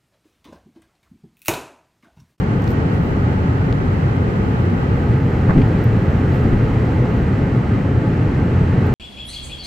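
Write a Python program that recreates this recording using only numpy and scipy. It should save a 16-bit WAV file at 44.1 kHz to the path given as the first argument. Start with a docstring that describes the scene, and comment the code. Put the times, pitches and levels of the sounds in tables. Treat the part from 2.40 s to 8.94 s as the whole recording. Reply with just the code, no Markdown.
"""Car interior at highway speed

Hand-held camera behind the windscreen, stereo from its two microphone ports. Road texture drums the
cabin's resonances over the engine's hum, tyres and airflow roar beyond the glass, and the axles thump
over two bumps, rattling loose trim. The noise narrows as the camera is turned. Right at the microphone,
fingers tick and rub faintly on the case, and the electronics add a thin hiss and whine."""
import sys
import numpy as np
from scipy import signal
from scipy.fft import rfft, irfft, next_fast_len
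from scipy.io import wavfile
from scipy.ndimage import uniform_filter1d, map_coordinates

SR = 44100
rng = np.random.default_rng(int(sys.argv[2]) if len(sys.argv) > 2 else 0)


def materialize(psi):
    """Save the field psi as 16-bit PCM at rate SR to the path in sys.argv[1].

    A 1-D psi becomes a single channel; in a 2-D psi each row is a channel.
    """
    bounded = np.clip(np.atleast_2d(psi).T, -1, 1)
    quanta = np.round(bounded * 32767).astype(np.int16)
    wavfile.write(sys.argv[1], SR, quanta)


N = 288414

# the front wheels meet a bump: t/s, thud/dB, tyre slap/dB, floor panel/dB, body heave/dB
BUMPS = [(3.079, -10.5, -21, -15, -16), (4.031, -15.5, -34, -24.5, -16.5)]
AXLE_LAG_S = 0.067  # the rear wheels follow after wheelbase over speed
TURN_AT_S, TURN_TAKES_S = 2.65, 0.35  # the camera is turned in the hand


def amp(db):
    """Decibels to gain."""
    return 10 ** (np.asarray(db) / 20)


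def unit(x):
    """Scale to rms 1."""
    return x / np.sqrt(np.mean(x ** 2) + 1e-20)


def along(points, hz):
    """Read (f/Hz, value) points on a log frequency axis."""
    freqs, values = np.transpose(points)
    return np.interp(np.log(hz + 1), np.log(freqs + 1), values)


def curve(points):
    """Join (t/s, value) points into one value per sample."""
    times, values = np.transpose(points)
    return np.interp(np.arange(N) / SR, times, values)


def wobble(rate):
    """A smooth random curve, rate knots a second."""
    knots = rng.standard_normal(int(N * rate / SR) + 4)
    return map_coordinates(knots, [np.arange(N) * rate / SR])


def ramp(at_s, takes_s):
    """A ramp from 0 to 1, centred on a moment."""
    return np.clip((np.arange(N) / SR - at_s) / takes_s + 0.5, 0, 1)


def swell(start_s, length_s, order=1):
    """An envelope that rises to 1 in half its length and dies away; a higher order is more compact."""
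    age = np.maximum(np.arange(N) / SR - start_s, 0) / (length_s / 2)
    return (age * np.exp(1 - age)) ** order


def even(x, span_s):
    """Hold a noise's strength steady over stretches longer than the span."""
    power = uniform_filter1d(np.mean(x ** 2, axis=0), max(int(span_s * SR), 1))
    return x / np.sqrt(np.abs(power) + 1e-9)


def widen(x, width_db):
    """Scale the difference between left and right."""
    mid = x.mean(axis=0)
    return mid + amp(width_db) * (x - mid)


def add(out, start_s, sound):
    """Mix a short stereo sound in at a time."""
    part = out[:, round(start_s * SR):][:, :sound.shape[1]]
    part += sound[:, :part.shape[1]]


def cabin_noise(gain):
    """Stereo noise of rms 1, shaped by gain(hz): long waves reach both ports alike, short ones do not."""
    # likeness of the two ports: f/Hz, correlation
    correlation = [(35, .997), (100, 0.98), (170, 1), (340, 0.85), (500, 0.86), (660, 0.21), (850, 0.43),
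                   (1050, -0.12), (1600, -0.21), (1950, 0.43), (3000, 0.3), (7000, 0.15), (14000, 0.53)]
    # balance between the ports: f/Hz, left minus right/dB
    balance = [(100, 0), (180, 1), (620, 0.5), (850, 1), (1600, -3.5), (2900, 1.5), (3900, 0), (5400, -4.5),
               (6500, 1.5), (8500, 2), (13000, 0.5)]
    # lead of the left port: f/Hz, phase/rad
    left_lead = [(120, 0.042), (280, 0.087), (520, 0.073), (860, 0.13), (960, 0.58), (1050, 0.04)]
    size = next_fast_len(N + 8192)
    hz = np.fft.rfftfreq(size, 1 / SR)
    spread = np.arccos(np.clip(along(correlation, hz), -0.999, 0.999)) / 2
    mid, side = rfft(rng.standard_normal((2, size))) * gain(hz) * [np.cos(spread), np.sin(spread)]
    lean = amp(along(balance, hz) / 2) * np.exp(1j * along(left_lead, hz) / 2)
    return unit(irfft([(mid + side) * lean, (mid - side) / lean], size)[:, :N])


def rush(spectrum):
    """Cabin noise with a (f/Hz, level/dB) spectrum, cut steeply an octave above its last point."""
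    cutoff_hz = 2 * spectrum[-1][0]
    return cabin_noise(lambda hz: amp(along(spectrum, hz)) / (1 + (hz / cutoff_hz) ** 10))


def ring(centre_hz, width_hz):
    """A resonance kept ringing by random shaking."""
    return cabin_noise(lambda hz: 1 / (1 + ((hz - centre_hz) / width_hz) ** 2))


def tick(centre_hz, octaves, t60_s, order=3):
    """A sharp strike and its short stereo ring in one band, with peak 1."""
    t = np.arange(8192) / SR
    edges_hz = centre_hz * 2 ** (np.array([-octaves, octaves]) / 2)
    edges_hz = np.minimum(edges_hz, [SR / 2 - 2000, SR / 2 - 1000])
    band = signal.butter(order, edges_hz, "bandpass", fs=SR, output="sos")
    strike = 6 * (t == 0)
    slip = strike + rng.standard_normal(len(t)) + 0.21 * rng.standard_normal((2, len(t)))
    burst = signal.sosfilt(band, slip * amp(-60 * t / t60_s))
    return burst / np.abs(burst).max(axis=1, keepdims=True)


def surge_db():
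    """How far the road noise stands above its average as the asphalt and the camera's aim change."""
    # road noise at the microphone: t/s, level/dB
    strength = [(0.1, -31.5), (0.46, -31), (0.69, -31.5), (2.51, -31), (2.75, -30), (4.38, -29.5),
                (5.52, -31), (6.5, -29.5)]
    strength_db = curve(strength)
    return strength_db - strength_db.mean()


def road():
    """Asphalt texture shakes the body and the cabin's resonances; uneven patches make the boom throb."""
    # road vibration through the body: f/Hz, level/dB
    body_spectrum = [(11, -48.5), (20, -20), (32, -9), (42, -8), (52, -6.5), (64, -2.5), (80, -2), (105, 0),
                     (135, 0), (160, -2.5), (190, -3.5), (232, -6.5), (280, -8.5), (315, -10), (429, -14.5),
                     (523, -16.5), (629, -27), (700, -30.5), (910, -60.5), (1540, -120)]
    # narrow cabin and tyre resonances: f/Hz, width/Hz, level/dB
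    resonances = [(118, 13, -27), (416, 53, -37.5)]
    # uneven patches of road: t/s, level/dB
    patches = [(2.69, -15), (3.22, -12), (3.44, -16), (3.515, -21), (5.53, -18.5)]
    body = amp(-19) * rush(body_spectrum)
    booms = sum(amp(db) * ring(hz, width) for hz, width, db in resonances)
    rumble = amp(-16 + 0.89 * surge_db() + 0.16 * wobble(7.1)) * even(body + booms, span_s=0.24)
    throb = sum(amp(db) * swell(s, length_s=0.069) for s, db in patches)
    return rumble + throb * even(ring(centre_hz=113.5, width_hz=7.7), span_s=0.014)


def engine(firing_hz=89.7, sag_hz_per_s=0.045, waver_db=2.5):
    """Clean firing tones, sagging slightly in pitch; they swell together and the upper ones waver."""
    # the firing tone in the cabin: t/s, level/dB
    hum = [(0, -33), (0.7, -30.5), (1.15, -23), (1.8, -26.5), (2.85, -27), (3.3, -30), (5.7, -27),
           (6.2, -20), (6.5, -25.5)]
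    # second and third harmonic, relative to the first: level/dB
    overtones_db = [-11.5, -10]
    t = np.arange(N) / SR
    cycles = np.cumsum(firing_hz - sag_hz_per_s * t + 0.1 * wobble(2.97)) / SR
    tone = lambda k: np.sqrt(2) * np.sin(2 * np.pi * (k * cycles + rng.random()))
    overtones = sum(amp(db + waver_db * wobble(2.8)) * tone(k) for k, db in enumerate(overtones_db, 2))
    return amp(curve(hum)) * (tone(1) + overtones)


def tyres_and_air():
    """A broad roar with singing bands; once turned, the microphone catches air over the windscreen."""
    # tyres and airflow through the glass: f/Hz, level/dB
    roar_spectrum = [(350, -23), (560, -2), (760, 2), (1000, -3.5), (1300, -2), (1750, -7), (1980, -7),
                     (2280, -12), (2550, -13), (2900, -15.5), (3200, -18.5), (3480, -24), (4100, -23.5),
                     (5000, -29.5), (8000, -35), (9500, -46.5), (12000, -66)]
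    # narrow bands that sing in the roar: f/Hz, width/Hz, level/dB
    singing_bands = [(860, 23, -10.5), (1110, 29, -17), (1245, 22, -14), (1432, 23, -21.5), (1561, 18, -15),
                     (1958, 61, -22.5)]
    roar = amp(1.47 + 0.43 * wobble(15)) * rush(roar_spectrum)
    singing = sum(amp(db + 1.4 * wobble(6.3)) * ring(hz, width) for hz, width, db in singing_bands)
    windscreen = amp(-12) * ramp(TURN_AT_S, TURN_TAKES_S) * ring(centre_hz=1730, width_hz=360)
    return amp(-32.5 + 0.94 * surge_db()) * (roar + singing + windscreen)


def electronics(whine_hz=14000, on_s=0.5, off_s=4.84, fade_s=0.04):
    """The camera's circuits whine faintly for a while; their hiss rises with that and the road noise."""
    # thin hiss of the circuits: f/Hz, level/dB
    hiss_spectrum = [(6000, -28.5), (10000, -5.5), (12000, -0.5), (14000, 1.5), (15700, -4.5)]
    running = ramp(on_s, fade_s) - ramp(off_s, fade_s)
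    tone = unit(np.sin(2 * np.pi * whine_hz * np.arange(N) / SR))
    whine = amp(-77.5 + 2.2 * wobble(60)) * running * tone
    hiss = amp(-67.5 + 0.7 * surge_db() + 1.5 * running) * rush(hiss_spectrum)
    return whine + hiss


def plastic_ticks():
    """The case slips under the fingers: each slip is a broad click with a thin snap above it."""
    # slips of the plastic: t/s, click/dB, click f/Hz, snap/dB, t60/s, left minus right/dB
    slips = [(.221, -38, 4500, -42, 0.01, -6.5), (.242, -37, 5800, -64.5, .01, 4),
             (.277, -30, 3600, -45, .015, 3.5), (0.305, -38, 3600, -44.5, .022, 5.5),
             (.316, -40, 4500, -45, 0.018, 4), (1.3265, -22.5, 3170, -56, 0.0014, 3.5),
             (3.281, -49, 4530, -45.5, 0.013, -4), (3.4416, -39.5, 5000, -34.5, 0.009, -7),
             (6.467, -48, 4500, -41, .016, -5.5)]
    out = np.zeros((2, N))
    for s, click_db, click_hz, snap_db, t60_s, pan_db in slips:
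        click = amp(click_db) * tick(click_hz, octaves=1.3, t60_s=t60_s)
        snap = amp(snap_db) * tick(centre_hz=13900, octaves=0.2, t60_s=t60_s, order=2)
        pan = amp([[pan_db / 2], [-pan_db / 2]])
        add(out, s, pan * (click + snap))
    return out


def finger_rubs():
    """Skin slides over the case in soft, uneven strokes, right by the microphone."""
    # finger strokes: t/s, level/dB, length/s
    strokes = [(0.256, -54.5, 0.05), (0.298, -54.5, .016), (0.525, -58.5, .04), (0.63, -60.5, .04),
               (3.89, -58, 0.11)]
    # skin rubbing on plastic: f/Hz, level/dB
    skin_spectrum = [(1500, -25), (3500, 4), (7500, -3.5), (10000, -9.5), (14000, -2), (15700, -6)]
    pressure = sum(amp(db) * swell(s, length_s) for s, db, length_s in strokes)
    return pressure * amp(3.3 * wobble(200)) * rush(skin_spectrum)


def bumps(crunch_db=3, rear_thud_db=1, rear_slap_db=-14):
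    """At each axle the tyres slap and the suspension thuds; the rear also jolts floor panel and body."""
    # the suspension's thud: f/Hz, level/dB
    thud_spectrum = [(15, -5), (30, 8), (55, -4.5), (85, -2.5), (120, 10), (170, 5.5), (215, -5),
                     (320, -3.5), (400, -13), (700, -34)]
    # the tyre's slap: f/Hz, level/dB
    slap_spectrum = [(300, -4), (750, 6), (1400, 1), (2100, -8), (2700, -22.5), (4000, -30), (9000, -51)]
    thud = widen(even(rush(thud_spectrum), span_s=0.019), width_db=-1.5)
    slap = even(rush(slap_spectrum), span_s=0.01) * unit(amp(crunch_db * wobble(350)))
    panel = even(ring(centre_hz=250, width_hz=48), span_s=0.013)  # the floor's dull knock
    heave = even(ring(centre_hz=34, width_hz=4.5), span_s=0.022)  # the body on its springs
    out = np.zeros((2, N))
    for front_s, thud_db, slap_db, panel_db, heave_db in BUMPS:
        rear_s = front_s + AXLE_LAG_S
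        front = amp(thud_db) * thud + amp(slap_db) * slap
        rear = amp(thud_db + rear_thud_db) * thud + amp(slap_db + rear_slap_db) * slap
        body = amp(panel_db) * panel + amp(heave_db) * heave
        out += swell(front_s, length_s=0.044, order=2) * front
        out += swell(rear_s, length_s=0.058, order=2) * rear
        out += swell(rear_s, length_s=0.082, order=4) * body
    return out


def trim_rattle(delay_s=0.032, gap_s=0.039, over_slap_db=1.5, loss_db=2.5):
    """The rear axle's jolt makes loose trim jump and fall back, louder after a harder tyre slap."""
    out = np.zeros((2, N))
    for front_s, _, slap_db, _, _ in BUMPS:
        for k in range(2):
            knock = tick(centre_hz=1670, octaves=1.47, t60_s=0.038)
            knock_db = slap_db + over_slap_db - k * loss_db
            add(out, front_s + AXLE_LAG_S + delay_s + k * gap_s, amp(knock_db) * knock)
    return out


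def scene(width_before_db=2.5, width_after_db=-2):
    """The cabin from behind the windscreen; the steady noise narrows in stereo as the camera turns."""
    width_db = width_before_db + (width_after_db - width_before_db) * ramp(TURN_AT_S, TURN_TAKES_S)
    steady = widen(road() + engine() + tyres_and_air() + electronics(), width_db)
    return steady + bumps() + trim_rattle() + plastic_ticks() + finger_rubs()


def record(dry):
    """The camera rounds off peaks near full scale and keeps nothing above its band limit."""
    ceiling, top_hz = 0.99, 15800
    rounded = dry / (1 + np.abs(dry / ceiling) ** 10) ** (1 / 10)
    size = next_fast_len(N + SR // 2)
    passband = np.fft.rfftfreq(size, 1 / SR) < top_hz
    return irfft(rfft(rounded, size) * passband, size)[:, :N]


dry = scene()
out = record(dry)
materialize(out)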